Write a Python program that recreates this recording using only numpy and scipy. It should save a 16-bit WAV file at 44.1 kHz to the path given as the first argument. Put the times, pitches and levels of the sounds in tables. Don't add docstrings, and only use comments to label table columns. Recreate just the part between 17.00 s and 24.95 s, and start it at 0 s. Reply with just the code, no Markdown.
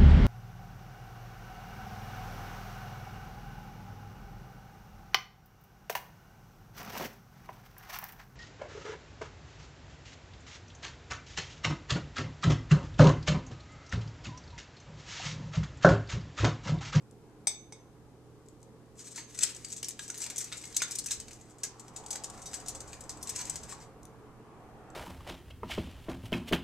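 import sys
import numpy as np
from scipy import signal
from scipy.fft import rfft, irfft, next_fast_len
from scipy.io import wavfile
from scipy.ndimage import uniform_filter1d, map_coordinates

SR = 44100
rng = np.random.default_rng(int(sys.argv[2]) if len(sys.argv) > 2 else 0)


def convert_level_to_amplitude(level_db):
    exponent = np.asarray(level_db, float) / 20
    return 10 ** exponent


def bounce(signal):
    frames = np.transpose(np.atleast_2d(signal))
    limited = np.clip(frames, -1, 1)
    pcm = np.round(limited * 32767).astype(np.int16)
    wavfile.write(sys.argv[1], SR, pcm)


N = 350595


def unit(x):
    return x / np.sqrt(np.mean(x ** 2) + 1e-20)


def along(points, hz):
    f, v = np.transpose(points)
    return np.interp(np.log(hz + 1), np.log(f + 1), v)


def curve(rows):
    s, value = np.transpose(rows)
    return np.interp(np.arange(N) / SR, s, value)


def wobble(rate):
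    knots = rng.standard_normal(int(N * rate / SR) + 4)
    return map_coordinates(knots, [np.arange(N) * rate / SR])


def swell(middle, half):
    return np.exp(-((np.arange(N) / SR - middle) / half) ** 2)


def filtered(x, response):
    m = next_fast_len(N + 8192)
    return irfft(rfft(x, m) * response(np.fft.rfftfreq(m, 1 / SR)), m)[..., :N]


def lift(f, hz, width, db):
    return 1 + convert_level_to_amplitude(db) * 1j * f * width / (hz * hz - f * f + 1j * f * width)


def rush(spectrum, alike, patchy_db=0., smooth=(3, 5)):
    pair = rng.standard_normal((2, N))
    if patchy_db:
        z = signal.stft(pair, nperseg=512)[2]
        field = uniform_filter1d(rng.standard_normal(z.shape[1:]), smooth[0], 0)
        field = uniform_filter1d(field, smooth[1], 1)
        pair = signal.istft(z * convert_level_to_amplitude(patchy_db * unit(field)), nperseg=512)[1][:, :N]

    def spread(hz):
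        turn = np.arccos(np.clip(along(alike, hz), -1, 1)) / 2
        return convert_level_to_amplitude(along(spectrum, hz)) * [np.cos(turn), np.sin(turn)]

    mid, side = filtered(pair, spread)
    return unit(np.array([mid + side, mid - side]))


def crackle(per_s, spread_db, t60):
    sizes = convert_level_to_amplitude(2 * spread_db * np.clip(rng.standard_normal(N), -2, 2))
    kicks = (rng.random(N) < per_s / SR) * sizes
    keep = convert_level_to_amplitude(-120 / (t60 * SR))
    return unit(np.sqrt(np.abs(signal.lfilter([1], [1, -keep], kicks))))


def rings(rows, rough, flutter_db=0.):
    out, lean = np.zeros((2, N + SR)), np.array([[1], [-1]])
    for s, hz, db, t60 in rows:
        side, turn = rng.standard_normal(2)
        t = np.arange(int(np.clip(t60, .01, .5) * SR)) / SR
        drift = np.cumsum(rng.standard_normal(SR // 2))[:len(t)]
        waver = rough * drift * np.sqrt(hz / 5000 / SR)
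        flutter = np.interp(t, np.arange(30) / 50, rng.standard_normal(30))
        flutter = flutter_db * flutter * np.clip(t / .03, 0, 1)
        phase = 2 * np.pi * hz * t + waver + lean * turn * hz / 30000
        level = convert_level_to_amplitude(db + flutter + side * lean - 60 * t / t60) * (1 - np.exp(-t / 0.00024))
        start = round(s * SR)
        out[:, start:start + len(t)] += level * np.sin(phase)
    return out[:, :N]


# start in seconds, peak in dB, sheet knock in dB, sharpness in dB,
# dying time in seconds.
SNAPS = [(2.1586, -32.5, -10, -21, 0.11), (2.3893, -20, -4.5, -15, 0.024), (2.4078, -24, -16, -19, 0.033),
         (2.432, 10.5, -22, -30, 0.022), (2.6464, -26.5, -7.5, -26, 0.049), (2.829, -22, -3, -8, 0.035),
         (2.885, -27.5, -20, 2, 0.066), (2.992, -28.5, 2, -32, 0.036), (3.1002, -22, -10, -32, 0.036),
         (3.3797, -19.5, -30, -2, 0.074), (3.7632, -8.5, -42.5, -5, 0.05),
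         (3.8182, -17.5, -3.5, -23, 0.088), (3.9094, -20.5, -34, -7.5, 0.079),
         (3.9535, -21, -35, -4.5, 0.05), (3.9862, -15.5, -38, -6, 0.048), (4.0598, -24.5, -13, -6, 0.09),
         (4.1082, -19, -20, -11.5, 0.13), (4.6348, -22, -9.5, -11, 0.11), (5.1055, -20, -30, -8, 0.066),
         (5.6826, -23, -32, -2.5, 0.081), (6.2275, -29.5, -35, 1.5, 0.069), (6.2922, -19.5, -14, -6, 0.064),
         (6.3602, -25.5, -10, -9, 0.089), (6.4963, -18, -38, -7, 0.049)]
# start in seconds,
# peak in dB, sharpness in dB, dying time in seconds.
BUCKLES = [(1.9545, -60, -16, 0.07), (1.9759, -53, -18, 0.07), (1.9824, -49, -18, 0.07),
           (1.9914, -41, -20, 0.07), (2.4934, -32, -18, 0.055), (2.5471, -39, -18, 0.07),
           (2.5624, -36, -15, 0.064), (2.6833, -37, -4, 0.07), (2.7018, -32.5, -18, 0.07),
           (2.7255, -25.5, -23, 0.054), (2.7636, -32, -14, 0.081), (2.7788, -36, -18, 0.082),
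           (2.8433, -26, -18, 0.08), (2.907, -31, -18, 0.07), (3.079, -31.5, -20, 0.07),
           (3.171, -37, -18, 0.07), (3.1772, -32.5, 3, 0.08), (3.2031, -31, -18, 0.07),
           (3.2176, -25.5, -16, 0.07), (3.2394, -27, -18, 0.076), (3.3593, -29.5, -18, 0.06),
           (3.4421, -31, -6, 0.077), (3.571, -32, -13, 0.085), (3.6255, -38, -18, .04),
           (3.6521, -32.5, -18, 0.07), (3.6711, -39.5, -17, 0.07), (3.697, -44.5, -13, 0.07),
           (3.7254, -42, -21.5, 0.042), (3.8814, -38, -18, 0.063), (4.0402, -31, -16, 0.048),
           (4.2, -28.5, -22, 0.053), (4.3304, -43, -9, 0.14), (4.4104, -45.5, -18, 0.058),
           (4.4982, -49, -18, 0.064), (4.5072, -47, -20, 0.07), (4.5837, -46, -18, 0.064),
           (4.796, -35, -20, 0.055), (4.962, -30.5, -24, 0.097), (4.9984, -48, -18, 0.07),
           (5.0374, -44, -18, 0.05), (5.0619, -32, -18, 0.037), (5.1274, -25, -18, 0.075),
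           (5.237, -27, -21, 0.066), (5.243, -27.5, -18, 0.055), (5.418, -33.5, -18, 0.07),
           (5.457, -31.5, -13, 0.13), (5.5134, -39, -18, 0.076), (5.5414, -26, -15, 0.095),
           (5.5997, -36, -18, 0.051), (5.661, -34.5, -20, 0.054), (5.7488, -34.5, -24, 0.12),
           (5.804, -30.5, -24, 0.066), (5.876, -42.5, -22, 0.19), (6.007, -35.5, -1, 0.056),
           (6.0372, -43, -18, 0.06), (6.093, -28, -23, 0.1), (6.1719, -42, -15, 0.07),
           (6.2713, -32.5, -14, 0.098), (6.4134, -28, -18, 0.061), (6.4527, -30, -20, 0.07),
           (6.633, -32, -20, 0.061)]
# start in seconds, peak in dB, sharpness in dB, dying
# time in seconds.
SLIPS = [(2.3767, -36.5, -22.5, 0.14), (2.7195, -32, -20, .05), (3.3673, -30, -12, .06),
         (3.7448, -34, -20.5, .06), (4.0844, -33, -18.5, .06), (4.633, -24, -15, 0.062),
         (5.083, -40, -18, 0.047), (5.6742, -35, -18, 0.055), (6.0812, -55, -18, .05),
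         (6.2146, -52, -22, .06), (6.3548, -32, -18, .05)]
# start in seconds, peak in dB, sheet knock in dB,
# dying time in seconds.
BUMPS = [(2.176, -34, 2.5, 0.098), (2.347, -39, -1.5, 0.23), (3.1435, -34, -5, 0.14),
         (3.263, -27.5, -0.5, 0.054), (3.3, -24.5, -7, 0.065), (3.517, -43, 8, 0.11),
         (3.5243, -33.5, 6, 0.11), (3.6127, -39, -3.5, 0.082), (3.6382, -34.5, 2, 0.05),
         (4.2822, -39.5, -0.5, 0.058), (4.309, -39.5, 1.5, 0.096), (4.881, -41.5, -4, 0.047),
         (5.155, -29.5, -5.5, 0.095), (5.299, -34, -11, 0.051), (5.3752, -45, -1, 0.07),
         (5.5324, -33, -0.5, 0.13), (5.93, -39, -0.5, 0.12), (6.556, -28, -7.5, 0.092),
         (6.6917, -37.5, -11, 0.16)]
# start in seconds, peak in dB, sharpness in dB.
TICKS = [(0.022, -57, -25), (0.297, -60, -20), (0.111, -46, -2), (1.2662, -62.5, -11), (1.4617, -52, -20),
         (1.4854, -43.5, -6), (1.6039, -57, -15), (1.6164, -52, -20), (1.6288, -42, -8),
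         (1.8583, -57.5, -12), (7.031, -40, -3), (7.0529, -40.5, 3.5), (7.902, -43.5, -29)]


def creases():
    small = BUCKLES + SLIPS
    buckles = [(s, db, -16, sharp_db, t60) for s, db, sharp_db, t60 in small]
    bumps = [(s, db, knock_db, -10.5, t60) for s, db, knock_db, t60 in BUMPS]
    ticks = [(s, db, -28, sharp_db, .017) for s, db, sharp_db in TICKS]
    return SNAPS + buckles + bumps + ticks


def crease_power():
    click, tail = np.zeros((2, 3, N + SR))
    t = np.arange(SR // 6) / SR
    for s, db, knock_db, sharp_db, t60 in creases():
        life = np.clip(t60, .01, .16) * np.array([[1], [.8], [.8]])
        rise = 0.00039 + 0.0062 * convert_level_to_amplitude(db)
        size = convert_level_to_amplitude(db + np.array([[0], [knock_db], [sharp_db]])) * (1 - np.exp(-t / rise))
        span = slice(round(s * SR), round(s * SR) + len(t))
        click[:, span] += (size * convert_level_to_amplitude(1.0 - 60 * t / 0.0038)) ** 2
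        tail[:, span] += (size * convert_level_to_amplitude(-6 - 60 * t / life)) ** 2
    return click[:, :N] + tail[:, :N] * crackle(per_s=2600, spread_db=1.8, t60=.008) ** 2


# time in seconds, rustle in dB.
DRAG = [(1.93, -77), (2.03, -61), (2.26, -61.5), (2.47, -50), (2.7, -59.5), (2.96, -63), (3.24, -54),
        (3.7, -55), (3.97, -54), (4.08, -56), (4.47, -67), (4.92, -68), (5.13, -62.5), (5.55, -57.5),
        (6.1, -66), (6.4, -50), (6.55, -54), (6.95, -75)]
# middle in seconds, level in dB, half length in seconds, sheet share in dB.
SLIDES = [(2.024, -44.5, 0.024, -7), (2.071, -43.5, 0.016, -12), (2.118, -50.5, 0.016, -18),
          (2.19, -50.5, 0.032, -0.5), (2.43, -30, 0.013, -7), (2.437, -21, 0.0034, -12.5),
          (3.7685, -28.5, 0.0012, -29.5), (3.035, -45.5, 0.024, -15), (3.231, -39, 0.018, -8),
          (3.414, -37.5, 0.012, -12.5), (4.121, -37, 0.013, -0.5), (6.32, -51, 0.044, -1),
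          (6.401, -35.5, 0.016, -4.5), (6.46, -55, 0.022, -3), (6.713, -47.5, 0.022, -1.5),
          (6.806, -57, 0.024, -3)]


def drag_power():
    first, last = DRAG[0][0], DRAG[-1][0]
    moving = np.interp(np.arange(N) / SR, [first, first + 0.044, last - .08, last], [0, 1, 1, 0])
    shares = convert_level_to_amplitude(2 * np.array([[0], [-1], [-8]]))
    power = (moving * convert_level_to_amplitude(curve(DRAG) + 1.1 * wobble(49))) ** 2 * shares
    for s, db, half, sheet_db in SLIDES:
        power += convert_level_to_amplitude(2 * (db + np.array([[0], [sheet_db], [-16]]))) * swell(s, half)
    return power * crackle(per_s=230, spread_db=-3.5, t60=0.15) ** 2


# frequency in Hz, level in dB per Hz.
FOIL = [(1500, -26), (3000, -13), (4500, -6), (6000, -3), (8000, -0.5), (9500, -10), (11000, -14.5),
        (14000, -21)]
# frequency in Hz, level in dB per Hz.
SHEET = [(300, -37.5), (700, -21), (1100, -19), (1600, -10), (2400, -9), (3300, -13), (5000, -10.5),
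         (9000, -50)]
# frequency in Hz, level in dB per Hz.
EDGE = [(6000, -16), (9500, 16.5), (11000, 4.5), (13000, 7), (14300, 4), (17000, -33)]
# frequency in Hz, likeness from 0 to 1.
NEAR_ALIKE = [(300, 1), (1400, 1), (3100, 0.97), (6800, 0.9), (14000, 0.9)]


def foil():
    layers = zip(crease_power() + drag_power(), (FOIL, SHEET, EDGE))
    return sum(np.sqrt(power) * rush(colour, NEAR_ALIKE, patchy_db=2.5) for power, colour in layers)


# start in seconds, peak in dB, pitch in Hz.
PANELS = [(2.1618, -38, 4310), (2.1793, -37, 4610), (2.3873, -32, 5200), (2.4078, -27.5, 3500),
          (2.4342, -19.5, 5160), (2.6457, -29, 4620), (2.8283, -33, 5510), (2.8842, -34, 5230),
          (2.992, -33, 3620), (3.1431, -34, 4130), (3.2174, -38, 5630), (3.2978, -41, 4600),
          (3.3591, -42.5, 4740), (3.3801, -36, 5500), (3.5238, -32.5, 3640), (3.7443, -32, 4020),
          (3.7647, -26.5, 4130), (3.8006, -25, 5050), (3.8186, -21, 3584), (3.9139, -29, 5150),
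          (3.9548, -36, 5360), (3.9857, -28, 4240), (4.06, -37, 5220), (4.1089, -21, 3980),
          (4.282, -40, 4580), (4.6357, -30, 5440), (4.96, -36, 5410), (5.1057, -26, 5100),
          (5.2409, -33, 5500), (5.4569, -43, 5000), (5.5397, -33, 4800), (5.6614, -38, 5430),
          (5.6828, -42, 5340), (5.8046, -39, 4860), (5.9303, -39, 4470), (6.0071, -53, 5420),
          (6.0944, -32.5, 4540), (6.2146, -41.5, 5380), (6.2735, -35, 4040), (6.292, -27, 5450),
          (6.3613, -28, 5480), (6.4965, -39, 5270), (6.5574, -38, 5200), (6.6337, -43, 4880)]
# start in seconds, peak in dB, pitch in Hz.
DINGS = [(2.1623, -44.5, 1520), (2.1798, -39, 2350), (2.4213, -35, 2450), (2.4911, -39, 2420),
         (2.6454, -51, 2570), (2.8283, -42, 2330), (2.884, -47, 2330), (2.993, -31.5, 1660),
         (3.0977, -37, 1470), (3.2579, -40, 2360), (3.3018, -39, 2200), (3.3586, -43, 2180),
         (3.5178, -48, 1890), (3.5227, -38, 1490), (3.6375, -39, 2120), (3.7642, -49, 2590),
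         (3.8045, -29, 2455), (3.8188, -27, 1400), (4.06, -43, 1590), (4.082, -36, 2590),
         (4.1144, -39, 2410), (4.6392, -40, 1640), (5.152, -40, 1500), (5.5363, -45, 1990)]


def panels():
    patches = [(s, hz, db - 10, .039) for s, db, hz in PANELS]
    dings = [(s, hz, db - 6.5, .04) for s, db, hz in DINGS]
    return rings(patches + dings, rough=26)


# start in seconds, level in dB.
SPIKES = [(2.83, -25.5), (2.8848, -19), (2.992, -40), (2.6457, -52), (3.1005, -46), (3.3597, -36),
          (3.3673, -52), (4.0605, -50), (4.9628, -52), (5.106, -48), (5.6831, -46), (5.749, -56),
          (5.8044, -54), (3.7632, -42), (3.8186, -49), (3.9867, -46), (4.331, -45), (4.6345, -54),
          (4.882, -58), (5.0618, -54), (5.4183, -48), (6.0075, -42), (6.228, -32), (6.2923, -40),
          (6.4968, -48), (7.0523, -58)]


def needles():
    spikes, t = np.zeros(N), np.arange(SR // 100) / SR
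    for s, db in SPIKES:
        spikes[round(s * SR):][:len(t)] += convert_level_to_amplitude(db - 60 * t / .00081) * rng.standard_normal(len(t))
    return np.array([spikes, spikes])


# start in seconds, pitch in Hz, level in dB, t60 in seconds.
BLADE = [(2.185, 6360, -55, 0.47), (2.185, 4470, -52, 0.25), (2.18, 1820, -46.5, 0.047),
         (2.18, 933, -47, 0.066), (2.993, 2230, -59, 0.052), (3.525, 1340, -52, 0.073),
         (3.525, 1460, -53, 0.073), (3.525, 2146, -54, 0.13), (3.525, 3684, -43.5, 0.073),
         (3.802, 1900, -47, 0.019), (3.835, 1380, -40, 0.05), (3.819, 1496, -38, 0.06),
         (3.819, 3434, -44, 0.19), (3.819, 3640, -37, 0.13), (3.819, 6250, -44, 0.098),
         (3.819, 6480, -32, 0.1), (3.819, 6450, -56, .25), (4.21, 3010, -59, 0.21),
         (4.962, 3800, -50, 0.055), (5.46, 3800, -50.5, 0.11), (5.038, 3300, -52, .015),
         (2.47, 1490, -48, .02), (2.491, 1390, -47, .02), (6.385, 995, -50, 0.3), (6.39, 2380, -50, 0.13),
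         (6.725, 1105, -39.5, 0.044), (6.5, 160.5, -54, 1)]


def blade():
    return rings(BLADE, rough=8.3, flutter_db=1.5)


CLINKS = [
    .4705,
    .7233,
]
PLATE_HZ = [810, 2143, 2202, 2250, 3538, 3617, 3715, 4696, 5336, 5678, 6064, 6163, 6278, 7718, 7806, 8390,
            7552, 9951, 11070, 13580, 2455, 3391, 5110, 4250, 6620, 8700]
# first touch in dB, second touch in dB, t60 in seconds.
PLATE = [(-35.5, -45.5, 0.025), (-56, -60, .08), (-46.5, -55, .22), (-33.5, -57, 0.06), (-45, -70, 0.2),
         (-44.5, -70, 0.34), (-38.5, -57, 0.13), (-36, -64, 0.096), (-32, -62, .065), (-45.5, -64, 0.125),
         (-29, -52, 0.055), (-44, -62, 0.42), (-59, -77, 0.45), (-43, -80, 0.17), (-40, -72, 0.25),
         (-24, -53, 0.076), (-45, -70, 0.094), (-44, -87, 0.23), (-48.5, -85, 0.13), (-45, -85, 0.17),
         (-51, -67, .2), (-49.5, -66, 0.16), (-48, -70, .1), (-51, -72, .1), (-48, -68, 0.088),
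         (-48, -68, .12)]


def plate():
    hits = []
    for k, s in enumerate(CLINKS):
        hits += [(s, hz, levels[k], t60) for hz, (*levels, t60) in zip(PLATE_HZ, PLATE)]
    t = np.arange(N) / SR
    touches = zip(CLINKS, (-33, -48.5), (.095, .04))
    crack = sum((t > s) * convert_level_to_amplitude(db - 60 * np.abs(t - s) / t60) for s, db, t60 in touches)
    colour = [(400, -11), (800, -1.5), (3000, -8.5), (5500, 7.5), (7200, -4.0), (14000, -21.5)]
    return rings(hits, rough=5.5, flutter_db=2.8) + crack * rush(colour, NEAR_ALIKE)


# frequency in Hz, t60 in seconds.
ECHO = [(500, 0.36), (1500, 0.34), (3000, 0.39), (12000, 0.065)]
# frequency in Hz, likeness from 0 to 1.
FAR_ALIKE = [(40, 0.85), (130, 0.52), (290, 0.98), (640, 0.89), (1410, 0.64), (3100, 0.031), (15000, 0)]


def echo(x):
    hz, t, z = signal.stft(rng.standard_normal((2, SR // 2)), SR, nperseg=256)
    turn = np.arccos(np.clip(along(FAR_ALIKE, hz), -1, 1))[:, None] / 2
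    z = np.cos(turn) * z[0] + np.sin(turn) * z[1] * np.array([1, -1])[:, None, None]
    tail = signal.istft(z * convert_level_to_amplitude(-60 * t / along(ECHO, hz)[:, None]), SR, nperseg=256)[1]
    late = np.pad(x, ((0, 0), (200, 0)))
    return signal.fftconvolve(late, tail / np.linalg.norm(tail[0]), axes=1)[:, :N]


# pitch in Hz, width in Hz, boost in dB, treble tilt in dB per octave.
PORTS = [
    (7830, 1130, 6, 1.5),
    (6360, 770, 12, -11),
]


def ports(x):
    def response(f):
        octaves = np.log2(1 + (f / 9000) ** 3)
        colour = [lift(f, hz, width, db) * convert_level_to_amplitude(tilt * octaves) for hz, width, db, tilt in PORTS]
        lag_s = np.array([[1.9e-5], [0]])
        return colour * convert_level_to_amplitude(-.012 * np.clip(f - 14800, 0, None)) * np.exp(-2j * np.pi * f * lag_s)
    return filtered(x, response)


# time in seconds, level in dB.
TRAFFIC = [(0, -65), (2.7, -65), (3.7, -62), (4.15, -63.5), (4.6, -61.5), (5.0, -57.5), (5.87, -55.5),
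           (6.58, -57), (6.9, -59), (7.35, -60), (7.75, -57.5), (7.95, -57)]
# frequency in Hz, level in dB per Hz.
ROAR = [(120, -3), (220, -3.5), (450, -9.5), (800, -2.5), (1150, -6), (1600, -12.5), (3000, -24),
        (6000, -54)]
# frequency in Hz, level in dB per Hz.
RUMBLE = [(20, -25), (40, -5.5), (75, -3), (110, -7), (200, -41.5)]


def vehicle():
    t, roar_db = np.arange(N) / SR, curve(TRAFFIC)
    above = np.sqrt(np.clip(convert_level_to_amplitude(2 * roar_db) - convert_level_to_amplitude(2 * -67), 0, 1))
    roar = above * convert_level_to_amplitude(4.5 + 0.73 * wobble(6.2)) * rush(ROAR, FAR_ALIKE, patchy_db=1.9, smooth=(2, 30))
    rumble_db = -67 + .84 * (np.interp(t - .4, t, roar_db) - roar_db.mean())
    return roar + convert_level_to_amplitude(rumble_db + 3.5 + 2.8 * wobble(6.0)) * rush(RUMBLE, FAR_ALIKE)


# middle in seconds, half length in seconds, pitch in Hz, width in Hz, level in dB.
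WHINE = [
    (5.15, 0.19, 834, 120, -57.5),
    (5.6, 0.53, 740, 100, -61),
    (6.2, 0.33, 1030, 120, -64),
]


def whine():
    out = np.zeros(N)
    for s, half, hz, width, db in WHINE:
        band = filtered(rng.standard_normal(N), lambda f: np.exp(-((f - hz) / width) ** 2))
        out += convert_level_to_amplitude(db) * swell(s, half) * unit(band)
    return out


# pitch in Hz, level in dB.
FRIDGE = [
    (120, -59.5),
    (160, -66.5),
]


def fridge():
    t, hum = np.arange(N) / SR, np.zeros(N)
    for hz, db in FRIDGE:
        hum += convert_level_to_amplitude(db + 1 + 0.253 * wobble(2.1)) * np.sin(2 * np.pi * hz * t + 0.38 * wobble(4))
    return hum


# frequency in Hz, level in dB per Hz.
KITCHEN = [(15, -49.5), (25, -20.5), (91, -31), (122, -6.5), (198, -8.5), (227, -6.5), (340, -8),
           (421, -10.5), (469, -12), (537, -16.5), (1450, -32.5), (7500, -34), (8350, -35), (13900, -45.5),
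           (15500, -88)]


def room_tone():
    return convert_level_to_amplitude(-58.5 + 0.34 * wobble(2.18)) * rush(KITCHEN, FAR_ALIKE)


# pitch in Hz, width in Hz, level in dB.
WALLS = [(80.5, 7.7, -5.5), (218, 18.7, -4.5), (300, 18, -2), (435, 44.5, 3.5), (533, 5.4, 5.5),
         (746, 44, -10), (1120, 34, -9.5)]
# frequency in Hz, balance in dB.
FAR_BALANCE = [(60, -6.5), (180, -1), (550, -0.5), (1650, 0), (4970, 2), (15000, 3.5)]


def background():
    def walls(f):
        return convert_level_to_amplitude(-2) * np.prod([lift(f, *wall) for wall in WALLS], axis=0)
    far = fridge() + whine() + filtered(room_tone() + vehicle(), walls)
    return filtered(far, lambda hz: convert_level_to_amplitude(np.array([[.5], [-.5]]) * along(FAR_BALANCE, hz)))


def scene():
    near = convert_level_to_amplitude(-5.5) * foil() + panels() + blade() + plate()
    dull = ports(near + convert_level_to_amplitude(-8.5) * echo(near)) + background()
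    return filtered(dull, lambda hz: convert_level_to_amplitude(-.04 * np.clip(hz - 14100, 0, None))) + ports(needles())


def band_limit(x):
    return signal.sosfilt(signal.butter(12, 16510, fs=SR, output="sos"), x)


def record(dry):
    return band_limit(dry)


dry = scene()
out = record(dry)
bounce(out)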